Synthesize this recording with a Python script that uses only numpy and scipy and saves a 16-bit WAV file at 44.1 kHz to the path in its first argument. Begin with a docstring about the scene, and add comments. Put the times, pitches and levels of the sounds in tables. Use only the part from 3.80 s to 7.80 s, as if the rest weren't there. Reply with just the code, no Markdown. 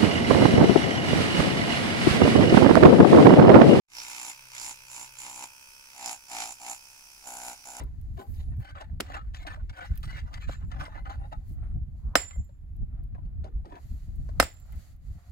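"""Electric nail drill on a plastic nail

A drill hums at about 65 turns a second, close by in a small room. Its sanding drum is pressed on the
nail in nine short strokes and slows under the load. The drum runs slightly out of true, so once a
turn it thumps the nail and bites harder: the grit rasps and the bit sings near 7 kHz."""
import sys
import numpy as np
from scipy import signal
from scipy.fft import rfft, irfft
from scipy.io import wavfile
from scipy.ndimage import map_coordinates

SR = 44100
rng = np.random.default_rng(int(sys.argv[2]) if len(sys.argv) > 2 else 0)


def generate_wav(sig):
    """Save sig (samples, or channels by samples) to the path in sys.argv[1] as 16-bit PCM at SR."""
    pcm = np.round(np.clip(np.atleast_2d(sig).T, -1, 1) * 32767).astype(np.int16)
    wavfile.write(sys.argv[1], SR, pcm)


N = 176400
TIME_S = np.arange(N) / SR
KNOCK_TURN, SHOVE_TURN, BITE_TURN = .04, .08, .15  # places within one turn


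def from_db(db):
    """Decibels to amplitude ratio."""
    return 10 ** (np.asarray(db) / 20)


def unit_power(x):
    """Normalisation to a mean square of one."""
    return x / np.sqrt(np.mean(x ** 2) + 1e-20)


def in_time(rows):
    """Linear interpolation of each column over time."""
    time_s, *columns = np.transpose(rows)
    return [np.interp(TIME_S, time_s, column) for column in columns]


def at_hz(points):
    """Interpolation over log frequency."""
    hz, value = np.transpose(points)
    return np.interp(np.log(np.fft.rfftfreq(2 * N, 1 / SR) + 1), np.log(hz), value)


def resonate(x, spectrum):
    """Forced vibration: a body acts as a minimum-phase filter; the output has unit power."""
    cepstrum = irfft(np.log(from_db(at_hz(spectrum))))
    cepstrum[1:N] *= 2
    cepstrum[N + 1:] = 0
    response = np.exp(rfft(cepstrum))
    return unit_power(irfft(rfft(x, 2 * N) * response)[..., :N])


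def contact(turns, width, floor, uneven_db):
    """Amplitude modulation: pressure peaks once a turn, unevenly, above a steady floor."""
    phase = turns - BITE_TURN + .5
    strength = from_db(uneven_db * rng.standard_normal(SR))[phase.astype(int) + 1]
    return floor + strength * np.exp(-.5 * ((phase % 1 - .5) / width) ** 2)


def friction(turns, fresh, grain_db):
    """Roughness noise: tiny impacts, partly repeating each turn, partly fresh; two unrelated rows."""
    size = int(N / turns[-1])
    phasors = np.exp(2j * np.pi * rng.random((2, size)))
    rim = unit_power(np.fft.ifft(phasors).real)
    repeated = np.array([map_coordinates(row, [turns % 1 * size], mode="grid-wrap") for row in rim])
    noise = rng.standard_normal((2, N))
    grains = unit_power(noise * from_db(grain_db * np.minimum(rng.exponential(1, N), 5)))
    return np.sqrt(1 - fresh) * repeated + np.sqrt(fresh) * grains


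def knocks(turns, at, scatter_rad, jitter_turns):
    """Periodic impacts: one knock a turn is a harmonic series, smeared by phase scatter."""
    half_turns = np.arange(2 * int(turns[-1]) + 4)
    wander = np.interp(2 * turns, half_turns, rng.standard_normal(len(half_turns)))
    phase = turns - at + jitter_turns * wander
    harmonics, grid = np.arange(2, 60), np.linspace(0, 1, 2048)
    offsets = scatter_rad * rng.standard_normal(len(harmonics))
    cycle = np.cos(2 * np.pi * np.outer(grid, harmonics) + offsets).sum(axis=1)
    return unit_power(np.interp(phase % 1, grid, cycle))


def reverberation(x, t60_s=.16, above_hz=1340):
    """Diffuse reflections: a treble tail that decays exponentially."""
    t = np.arange(SR // 2) / SR
    tail = rng.standard_normal((2, len(t))) * np.exp(-np.log(1000) * t / t60_s)
    highpass = signal.butter(2, above_hz, "high", fs=SR, output="sos")
    tail = signal.sosfilt(highpass, unit_power(tail) / np.sqrt(len(t)))
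    return signal.fftconvolve(x, tail, axes=1)[:, :N]


# Level difference: frequency_hz, left_minus_right_db
BALANCE = [(300,0.9),(900,1),(1500,-2),(2000,0),(2300,4.8),(2800,-1),(4500,-1),(5200,-6),(5900,-14),(6600,-13),(7350,-9),(7700,1),(8900,3),(9300,15),(10100,20),(11000,11.8),(12000,10.7),(14000,1.7),(16000,0)]
# Phase difference: frequency_hz, left_lead_rad
PHASE_LEAD = [(100,0),(800,0),(1300,1.3),(1900,2.7),(2600,2.4),(3000,3.6),(3700,3.8),(4100,1.6),(4900,.3),(5400,-.9),(7200,-.7),(8000,0),(16000,0)]
# Likeness of the channels: frequency_hz, coherence_ratio
COHERENCE = [(40,0.79),(150,0.33),(800,0.75),(1400,0.53),(2500,0.59),(3200,0.22),(4800,1),(6200,0.24),(7200,0.96),(8400,0.66),(10000,.3),(14000,0.22)]

def microphones(x):
    """Partial coherence: row 0 reaches two ports in phase, row 1 opposed; each has its gain and lag."""
    shared, opposed = rfft(x, 2 * N)
    alike, sides = np.clip(at_hz(COHERENCE), 0, 1), np.array([[1], [-1]])
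    pair = np.sqrt((1 + alike) / 2) * shared + sides * np.sqrt((1 - alike) / 2) * opposed
    gain = from_db(sides * at_hz(BALANCE) / 2)
    gain /= np.sqrt(np.mean(gain ** 2, axis=0))
    lead = np.exp(.5j * sides * at_hz(PHASE_LEAD))
    return irfft(gain * lead * pair)[:, :N]


# Room noise spectrum: frequency_hz, gain_db
RUMBLE_SPECTRUM = [(20,-3.5),(30,-8.5),(40,5.5),(50,-7),(80,-9),(120,-9.5),(170,-16.5),(400,-18),(1500,-70),(15000,-35.5)]

def room_rumble(level_db=-67):
    """Ambient noise: steady, with its power mostly in the bass."""
    return from_db(level_db) * resonate(rng.standard_normal((2, N)), RUMBLE_SPECTRUM)


# Low drone: time_s, level_db
DRONE_LEVEL = [(0.1,-88),(0.5,-84),(0.65,-67),(0.82,-69),(1.0,-70.5),(1.6,-66.5),(1.8,-91),(4,-79)]

def drone(turns):
    """Second harmonic: a pure tone at twice the rotation rate, in the shared row."""
    level_db, = in_time(DRONE_LEVEL)
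    return from_db(level_db) * np.sqrt(2) * np.sin(2 * np.pi * 2 * turns) * [[1], [0]]


# The motor is heard more or less directly as the hand turns: time_s, hum_db, hiss_db
MOTOR_LEVELS = [(0.07,-93,-74),(0.16,-50.5,-50),(0.65,-56.5,-55),(1.3,-55,-54.5),(1.9,-56,-53.5),(2.42,-59,-55),(3.1,-59,-53),(4,-66.5,-53)]
# Housing and bearing spectra: frequency_hz, gain_db
HOUSING_SPECTRUM = [(250,-35.5),(400,-36.5),(560,-6),(760,-34),(925,0),(1130,-18.5),(1390,-3),(1750,-9.5),(2100,-13.5),(2550,4.5),(2900,-10.5),(3200,-4),(3700,-25.5),(6000,-9.5)]
BEARING_SPECTRUM = [(700,-22),(2500,-5.5),(3700,-15),(4400,-10),(5100,0.5),(5900,2),(7200,-11),(8300,-8.5),(10000,-4.5),(12500,-13),(15000,-12.5)]

def motor(turns):
    """Structure-borne sound: the rotor knocks and rattles its housing once a turn; the bearings hiss."""
    hum_db, hiss_db = in_time(MOTOR_LEVELS)
    rattle = friction(turns, fresh=.3, grain_db=1) * contact(turns, width=.08, floor=.12, uneven_db=1)
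    knock = np.array([knocks(turns, KNOCK_TURN, scatter_rad=.45, jitter_turns=.001),
                      knocks(turns, BITE_TURN, scatter_rad=.6, jitter_turns=.001)])
    hum = resonate(knock + 1.05 * unit_power(rattle), HOUSING_SPECTRUM)
    rolling = friction(turns, fresh=.64, grain_db=3) * contact(turns, width=.12, floor=1.37, uneven_db=1)
    return from_db(hum_db) * hum + from_db(hiss_db) * resonate(rolling, BEARING_SPECTRUM)


# Fizz on the nail's right edge: time_s, level_db
FIZZ_ENVELOPE = [(3.42,-82),(3.48,-49),(3.72,-52.5),(3.78,-82),(3.84,-82),(3.88,-59),(4,-61)]
# Its spectrum: frequency_hz, gain_db
FIZZ_SPECTRUM = [(7000,-24),(9000,-8),(10000,7),(12000,-3),(15000,-22)]

def edge_fizz(turns, pressure):
    """Impulsive friction: spiky grains fizz near 10 kHz."""
    level_db, = in_time(FIZZ_ENVELOPE)
    return from_db(level_db) * resonate(friction(turns, fresh=.53, grain_db=10) * pressure, FIZZ_SPECTRUM)


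# The drum catches an edge: centre_s, sigma_s, level_db
EDGE_CATCHES = [(0.2,0.036,-42.5),(0.83,0.032,-44.5),(2.27,0.017,-40.5),(2.584,0.084,-51.5)]
# Scrape spectrum: frequency_hz, gain_db
SCRAPE_SPECTRUM = [(2000,-21.5),(4200,-13),(4900,-1),(5300,1),(5800,2),(6800,-23),(12000,-32)]

def edge_scrape(turns, pressure):
    """Transient friction: each catch is a harsh burst with a Gaussian envelope."""
    envelope = sum(from_db(level_db) * np.exp(-.5 * ((TIME_S - centre_s) / sigma_s) ** 2)
                   for centre_s, sigma_s, level_db in EDGE_CATCHES)
    return envelope * resonate(friction(turns, fresh=.91, grain_db=-.5) * pressure, SCRAPE_SPECTRUM)


# Nail resonances at three contact points: frequency_hz, gain_db
LEFT_SPECTRUM = [(170,-22),(245,-12),(305,-8),(370,-21),(520,-13),(620,-13),(760,-3),(900,1),(1120,-11),(1280,-8),(1500,-14),(1850,-17)]
TIP_SPECTRUM = [(170,-32),(245,-16),(305,-15),(360,-25),(520,-21),(620,-13),(750,1),(920,-5),(1120,-19),(1280,-10),(1500,-20),(1850,-22)]
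RIGHT_SPECTRUM = [(170,-26),(245,-13),(305,-14),(360,-23),(520,-14),(620,-9),(750,1),(920,-6),(1120,-20),(1280,-14),(1500,-6),(1850,-24)]

def nail_thump(turns, to_tip_s=1.9, to_right_s=3.2):
    """Eccentric forcing: the drum's high side shoves the nail, which rings differently at each place."""
    rub = friction(turns, fresh=.6, grain_db=2) * contact(turns, width=.1, floor=.25, uneven_db=1.5)
    shove = knocks(turns, SHOVE_TURN, scatter_rad=.6, jitter_turns=.003) * [[1], [0]]
    force = .6 * unit_power(rub) + shove
    place = np.searchsorted([to_tip_s, to_right_s], TIME_S)
    return sum(resonate(force, [(60, -45)] + nail + [(2600, -30.5), (8000, -39)]) * (place == k)
               for k, nail in enumerate((LEFT_SPECTRUM, TIP_SPECTRUM, RIGHT_SPECTRUM)))


# Envelopes before the trims, one list a stroke: time_s, ring_db, thump_db, rasp_db
STROKE_LEVELS = [
    [(0.08, -69.5, -77.5, -65.5), (0.182, -57, -57.5, -50.5), (0.256, -51, -59.5, -49),
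     (0.412, -46.5, -53, -47.5), (0.504, -44, -50, -48.5), (0.554, -70, -78, -60), (0.58, -91, -81, -59)],
    [(0.7, -72, -87, -59), (0.732, -54, -68, -53), (0.756, -49.5, -66, -49), (0.85, -44, -52.5, -47.5),
     (0.918, -44, -51.5, -49.5), (0.95, -65, -77, -61), (0.98, -77, -79, -61)],
    [(1.06, -74, -80, -62), (1.106, -49.5, -63, -57), (1.166, -45, -58.5, -52), (1.172, -47, -54.5, -52),
     (1.232, -47, -52, -55), (1.258, -52, -63, -55), (1.32, -81, -75, -68)],
    [(1.34, -71, -86, -65), (1.392, -48.5, -64, -55.5), (1.466, -48.5, -49, -49.5),
     (1.54, -49.5, -53.5, -57), (1.642, -46.5, -46, -48.5), (1.674, -62, -62, -70), (1.7, -78, -67.5, -76)],
    [(2.12, -78, -98, -61.5), (2.146, -66, -61, -59), (2.176, -54.5, -53.5, -56.5), (2.222, -50, -48, -49),
     (2.274, -43.5, -42, -46.5), (2.332, -41.5, -44.5, -48.5), (2.4, -79, -77, -75)],
    [(2.47, -76, -77, -67), (2.494, -51, -57, -59), (2.52, -46, -43.5, -47.5), (2.622, -42.5, -42.5, -41),
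     (2.724, -47.5, -52, -56), (2.75, -60, -83, -76), (2.77, -73, -68, -75)],
    [(2.78, -77, -82, -62), (2.806, -53.5, -52, -61.5), (2.876, -49, -45.5, -48),
     (2.912, -42, -43.5, -52.5), (2.938, -47.5, -49, -52), (2.952, -50, -63, -59), (2.99, -70, -71, -67)],
    [(3.41, -75, -73.5, -69), (3.472, -48.5, -47, -57.5), (3.616, -50, -48, -55), (3.684, -45.5, -44, -51),
     (3.738, -53.5, -49.5, -57), (3.77, -67, -69, -65), (3.8, -77, -67, -61)],
    [(3.83, -82, -68, -73), (3.842, -72, -84, -57), (3.85, -64, -72, -73), (3.854, -52.5, -56.5, -59),
     (3.886, -51, -46.5, -60), (3.916, -52.5, -53, -58.5), (4.0, -51.5, -45.5, -52.5)],
]
# Grit and bit spectra: frequency_hz, gain_db
GRIT_SPECTRUM = [(300,-25),(1000,-3),(1900,-3.5),(2500,4.5),(3000,-4),(3800,-3.5),(4500,-6),(5200,-0.5),(6000,-1),(7500,-27),(9000,-26),(13000,-17.5),(15500,-44)]
BIT_SPECTRUM = [(1500,-27),(4000,-22),(5500,-19.5),(6600,-6),(6900,-4.5),(7150,5),(7450,-7),(7800,-10),(8900,-16.5),(9400,-17.5),(9850,-4.5),(10600,-16.5),(12000,-20),(13500,-27.5),(15200,-25.5)]

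def sanding(turns, ring_trim_db=5, thump_trim_db=-2, rasp_trim_db=3):
    """Abrasion: grit tears at the nail and excites the bit's resonances, hardest at each thump."""
    ring_db, thump_db, rasp_db = in_time([row for stroke in STROKE_LEVELS for row in stroke])
    sharp_bite = contact(turns, width=.065, floor=.5, uneven_db=2)
    broad_bite = contact(turns, width=.13, floor=1.1, uneven_db=3)
    rasp = resonate(friction(turns, fresh=.78, grain_db=3.5) * sharp_bite, GRIT_SPECTRUM)
    ring = resonate(friction(turns, fresh=.9, grain_db=6) * broad_bite, BIT_SPECTRUM)
    return (edge_fizz(turns, broad_bite) + edge_scrape(turns, sharp_bite)
            + from_db(thump_db + thump_trim_db) * nail_thump(turns)
            + from_db(rasp_db + rasp_trim_db) * rasp
            + from_db(ring_db + ring_trim_db) * ring)


# Drill speed, sagging under load: time_s, rotation_hz
DRILL_SPEED = [(0.1, 60.04), (0.3, 61.49), (0.42, 59.13), (0.5, 59.76), (0.56, 65.99), (0.71, 63.1),
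               (0.8, 61.49), (0.9, 62.13), (0.96, 64.57), (1.09, 63.29), (1.22, 60.27), (1.29, 65.32),
               (1.37, 63.46), (1.46, 62.65), (1.55, 62.97), (1.64, 62.55), (1.7, 64.6), (2.13, 65.74),
               (2.22, 61.76), (2.32, 57.24), (2.38, 65.34), (2.48, 65.78), (2.56, 55.87), (2.68, 56.37),
               (2.75, 68.38), (2.8, 62.48), (2.93, 60.44), (2.98, 65.23), (3.42, 64.48), (3.5, 62.44),
               (3.71, 61.42), (3.77, 65.55), (3.83, 63.04), (3.9, 62.27), (4.0, 63.7)]

def scene(reverb_db=-8.5):
    """Superposition: motor and sanding share one rotation, over the rumble of the room."""
    rotation_hz, = in_time(DRILL_SPEED)
    turns = np.cumsum(rotation_hz) / SR
    direct = microphones(room_rumble() + drone(turns) + motor(turns) + sanding(turns))
    return direct + from_db(reverb_db) * reverberation(direct)


def record(dry):
    """Band limiting: a steep low-pass follows a quick fade-in."""
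    start_s, rise_s, cutoff_hz = .078, .053, 15700
    fade = np.clip((TIME_S - start_s) / rise_s, .01, 1)
    return signal.sosfilt(signal.ellip(12, .1, 80, cutoff_hz, fs=SR, output="sos"), dry * fade)


dry = scene()
out = record(dry)
generate_wav(out)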